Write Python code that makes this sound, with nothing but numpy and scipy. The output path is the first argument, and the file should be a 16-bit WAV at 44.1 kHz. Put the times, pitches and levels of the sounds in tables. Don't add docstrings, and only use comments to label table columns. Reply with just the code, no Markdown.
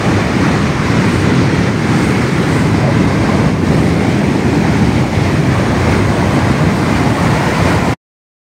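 import sys
import numpy as np
from scipy import signal
from scipy.fft import rfft
from scipy.io import wavfile
from scipy.ndimage import uniform_filter1d, minimum_filter1d, map_coordinates

SR = 44100
rng = np.random.default_rng(int(sys.argv[2]) if len(sys.argv) > 2 else 0)


def int16_out(signal):
    q = np.round(np.clip(np.atleast_2d(signal).T, -1, 1) * 32767)
    wavfile.write(sys.argv[1], SR, q.astype(np.int16))


N = 373523


def gain_of(db):
    return 10 ** (np.asarray(db) / 20)


def unit_rms(x):
    return x / np.sqrt(np.mean(x ** 2) + 1e-20)


def follow(rows, t):
    times, *columns = np.transpose(rows)
    return [np.interp(t, times, column) for column in columns]


def hump(t, peak_s, rise_s, fall_s):
    return np.exp(-((t - peak_s) / np.where(t < peak_s, rise_s, fall_s)) ** 2)


def coloured(x, spectrum):
    knots_hz, knots_db = np.transpose(spectrum)
    hz = np.fft.rfftfreq(2 * N, 1 / SR)
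    shape_db = np.interp(np.log(hz + 1), np.log(knots_hz + 1), knots_db, left=-np.inf, right=-np.inf)
    return unit_rms(np.fft.irfft(rfft(x, 2 * N) * gain_of(shape_db))[:N])


def turbulence(patch_db, patch_hz, patch_s):
    hz, t, bins = signal.stft(rng.standard_normal(N), SR, nperseg=512, noverlap=384)
    patches = uniform_filter1d(rng.standard_normal(bins.shape), max(1, round(patch_hz / hz[1])), axis=0)
    patches = unit_rms(uniform_filter1d(patches, max(1, round(patch_s / t[1])), axis=1))
    return unit_rms(signal.istft(bins * gain_of(patch_db * patches), nperseg=512, noverlap=384)[1][:N])


def rings(per_s, low_hz, high_hz, decay_cycles, spread_db, glide=0, count=32):
    chance, pitch_draw, size_draw = rng.random((3, N))
    strength = gain_of(spread_db * np.minimum(-np.log1p(-size_draw), np.pi))
    impulses = (chance < per_s / SR) * strength
    out = np.zeros(N)
    for k, hz in enumerate(np.geomspace(low_hz, high_hz, count)):
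        age = np.arange(0, 2 * np.pi, hz / (decay_cycles * SR))
        ring = np.exp(-age) * np.sin(2 * np.pi * decay_cycles * age * (1 + glide * age))
        out += (-1) ** k * hz * signal.oaconvolve(impulses * (np.floor(pitch_draw * count) == k), ring)[:N]
    return unit_rms(out)


def rumble(level_db):
    # (frequency [Hz], relative level [dB])
    spectrum = [(15, -48.5), (30, -27), (42, -11.5), (55, -10), (78, -2.5), (105, 0.5), (130, -9.5),
                (200, -33)]
    gravel = unit_rms(rng.standard_normal(N))
    boulders = rings(per_s=160, low_hz=57, high_hz=170, decay_cycles=3.1, spread_db=2)
    return gain_of(level_db + 0.5) * coloured(gravel + gain_of(-11) * boulders, spectrum)


def roar(level_db):
    # (frequency [Hz], relative level [dB])
    spectrum = [(60, -34.5), (100, -4.5), (122, 1), (160, 0.5), (200, -1), (250, -2.2), (330, -5),
                (450, -11.5), (620, -21), (1200, -63)]
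    water = turbulence(patch_db=-0.14, patch_hz=260, patch_s=0.17)
    pockets = rings(per_s=350, low_hz=132.8, high_hz=562, decay_cycles=2.86, spread_db=2.5)
    return gain_of(level_db + 0.17) * coloured(water + gain_of(-16.5) * pockets, spectrum)


def churn(level_db):
    # (frequency [Hz], relative level [dB])
    spectrum = [(200, -12.5), (480, 2.5), (640, 3), (820, 4), (1100, -1), (1400, -8.5), (2400, -32.5)]
    water = turbulence(patch_db=0.1, patch_hz=400, patch_s=0.04)
    bubbles = rings(per_s=450, low_hz=380, high_hz=1700, decay_cycles=4.5, spread_db=3.5, glide=0.015)
    return gain_of(level_db + 0.33) * coloured(water + gain_of(-14) * bubbles, spectrum)


def rush(level_db):
    # (frequency [Hz], relative level [dB])
    spectrum = [(550, -11.5), (1100, -0.5), (1450, 0), (1700, 0), (2050, 1.36), (2350, -2), (2750, -8),
                (3400, -11), (4100, -11), (5400, -14), (6900, -17.5), (7400, -33.5), (10000, -46.5)]
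    foam = turbulence(patch_db=0.73, patch_hz=750, patch_s=0.052)
    splashes = rings(per_s=2200, low_hz=1080, high_hz=7050, decay_cycles=2.6, spread_db=6.5, glide=0.004)
    return gain_of(level_db + 0.7) * coloured(foam + gain_of(-16.5) * splashes, spectrum)


def spray(level_db, top_db):
    # (frequency [Hz], relative level [dB])
    spectrum = [(4500, -25), (6600, -7), (7300, -1), (8000, -.6), (8700, 0), (9300, -2.5), (10000, -8),
                (10700, -10.5), (11500, -14), (12500, -12.7), (16000, -14.5)]
    mist = turbulence(patch_db=1.3, patch_hz=600, patch_s=0.063)
    droplets = rings(per_s=3000, low_hz=6000, high_hz=15000, decay_cycles=3, spread_db=4)
    fizz = coloured(mist + gain_of(-9.5) * droplets, spectrum)
    top = signal.sosfiltfilt(signal.butter(4, 10000, "high", fs=SR, output="sos"), fizz)
    return gain_of(level_db + 0.6) * (fizz + (gain_of(top_db) - 1) * top)


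def heave(t, depth_db, slow_hz, fast_hz):
    rates = np.geomspace(slow_hz, fast_hz, 16)
    wander = sum(np.sin(2 * np.pi * (hz * t + rng.random())) / np.sqrt(hz) for hz in rates)
    return depth_db * unit_rms(wander)


def reflected(x, t, share, delay_s, sway_s):
    rates = np.geomspace(0.15, 1.6, 8)
    sway = unit_rms(sum(np.sin(2 * np.pi * (hz * t + rng.random())) / hz for hz in rates))
    return x + share * map_coordinates(x, [(t - delay_s - sway_s * sway) * SR], order=3)


def shaded(x, width_octaves):
    # (time [s], centre [Hz], depth [dB])
    dips = [(0, 680, 0.5), (1.0, 720, 3), (1.7, 880, 1.5), (2.5, 760, 1), (3.0, 1390, 0.5),
            (3.6, 1400, 1.5), (4.2, 1360, 3.5), (4.8, 1480, 1.5), (5.3, 1390, 3), (5.7, 1400, -1),
            (6.3, 440, 0.5), (7.1, 440, 1.5), (7.9, 400, 1.5)]
    hz, t, bins = signal.stft(x, SR, nperseg=1024, noverlap=768)
    centre_hz, depth_db = follow(dips, t)
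    octaves = np.log2((hz[:, None] + 1) / centre_hz)
    dip, crest, second_dip = (np.exp(-((octaves - at) / width_octaves) ** 2) for at in (0, 0.7, 1.35))
    colour_db = depth_db * (0.15 * crest - dip - 0.14 * second_dip)
    return signal.istft(bins * gain_of(colour_db), nperseg=1024, noverlap=768)[1][:N]


def surges(t):
    # (time [s], bass rise [dB], treble rise [dB])
    breakers = [(0.64, 1.5, 0.5), (1.01, 2, 0.5), (2.18, 1, 0.5), (4.75, 2.5, 2.5), (5.27, 1, 1.5),
                (5.95, -0.5, 2), (7.35, 1.2, 1.3), (7.68, 1, 1.5)]
    # (time [s], half-width [s], bass drop [dB], treble drop [dB])
    lulls = [(0.807, 0.12, 0, 1), (1.758, 0.058, 3, 3), (3.583, 0.093, 3.3, 4.5), (5.11, 0.027, 4, 2),
             (5.427, 0.05, 2.5, 2), (6.02, 0.058, 1, 2.5), (7.48, 0.06, 2, 0.5)]
    lifted = sum(np.outer(db, hump(t, s, rise_s=0.09, fall_s=0.0455)) for s, *db in breakers)
    lowered = sum(np.outer(db, hump(t, s, half_s, half_s)) for s, half_s, *db in lulls)
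    return lifted - lowered


def flares(t):
    # (time [s], half-width [s], rise [dB])
    swells = [(1.17, 0.11, 4), (2.058, 0.073, 3), (2.59, 0.11, 4.5), (3.82, 0.11, 2.5), (6.78, 0.05, 2)]
    return sum(rise_db * hump(t, s, half_s, half_s) for s, half_s, rise_db in swells)


def gurgles(t):
    # (time [s], nominal pitch [Hz], level [dB], half-width [s])
    clusters = [(2.89, 770, -22, 0.068), (5.883, 614, -28, 0.037), (6.226, 826, -23, 0.096),
                (7.14, 760, -23.5, 0.077)]
    out = np.zeros(N)
    for s, hz, db, half_s in clusters:
        bubbles = rings(per_s=220, low_hz=hz / 1.4, high_hz=hz * 1.07, decay_cycles=10,
                        spread_db=6.5, glide=0.0086, count=4)
        out += gain_of(db) * hump(t, s, half_s, half_s) * bubbles
    return out


def scene():
    # (time [s], rumble level [dB], roar level [dB])
    flow = [(0, -19, -13), (0.9, -22, -14), (1.35, -20.5, -11), (2.1, -24.3, -13.5), (2.6, -24.5, -13.5),
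            (3.0, -20, -12), (3.85, -18.5, -11.5), (4.3, -22.5, -12.5), (5.6, -17, -13.5),
            (6.2, -18.5, -14), (6.8, -22, -14), (7.9, -18, -14)]
    # (time [s], churn level [dB], rush level [dB], spray level [dB])
    exposure = [(0, -22, -22.5, -41), (1.1, -23, -22, -41.7), (1.42, -23, -22.5, -43), (2.1, -24, -23, -40),
                (2.9, -23.5, -24.5, -43.3), (3.35, -21, -23.5, -42), (4.3, -24.5, -25, -43),
                (5.3, -23.5, -24, -42.5), (6.1, -20.5, -23, -40.5), (6.65, -21, -24, -42),
                (7.2, -19.5, -23, -39.5), (7.65, -19, -21.5, -39), (7.92, -20, -23.5, -40.5)]
    t = np.arange(N) / SR
    rumble_db, roar_db = follow(flow, t)
    churn_db, rush_db, spray_db = follow(exposure, t)
    bass_db, treble_db = surges(t) + heave(t, depth_db=0.54, slow_hz=1.8, fast_hz=9)
    tilt_db = treble_db - bass_db
    bed = rumble(rumble_db + bass_db)
    body = roar(roar_db + bass_db + 0.1 * tilt_db)
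    waves = churn(churn_db + bass_db + 0.55 * tilt_db)
    crests = rush(rush_db + bass_db + 0.92 * tilt_db)
    top_db = -3 + 0.57 * t - 0.35 * treble_db
    fizz = spray(spray_db + treble_db + flares(t), top_db)
    surface = waves + crests + fizz + gurgles(t)
    torrent = bed + body + reflected(surface, t, share=0.12, delay_s=0.001812, sway_s=0.00032)
    return shaded(torrent, width_octaves=0.44)[None]


def record(dry):
    ceiling, cutoff_hz = 0.9, 15800
    stop_s, fall_db_per_s = 7.936, 2200
    allowed_gain = ceiling / np.maximum(abs(dry), ceiling)
    limited = dry * uniform_filter1d(minimum_filter1d(allowed_gain, size=500), size=500)
    fade = gain_of(-fall_db_per_s * np.maximum(np.arange(N) / SR - stop_s, 0))
    low_pass = signal.firwin(511, cutoff_hz, window=("kaiser", 10), fs=SR)
    return signal.oaconvolve(limited * fade, low_pass[None], "same")


dry = scene()
out = record(dry)
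int16_out(out)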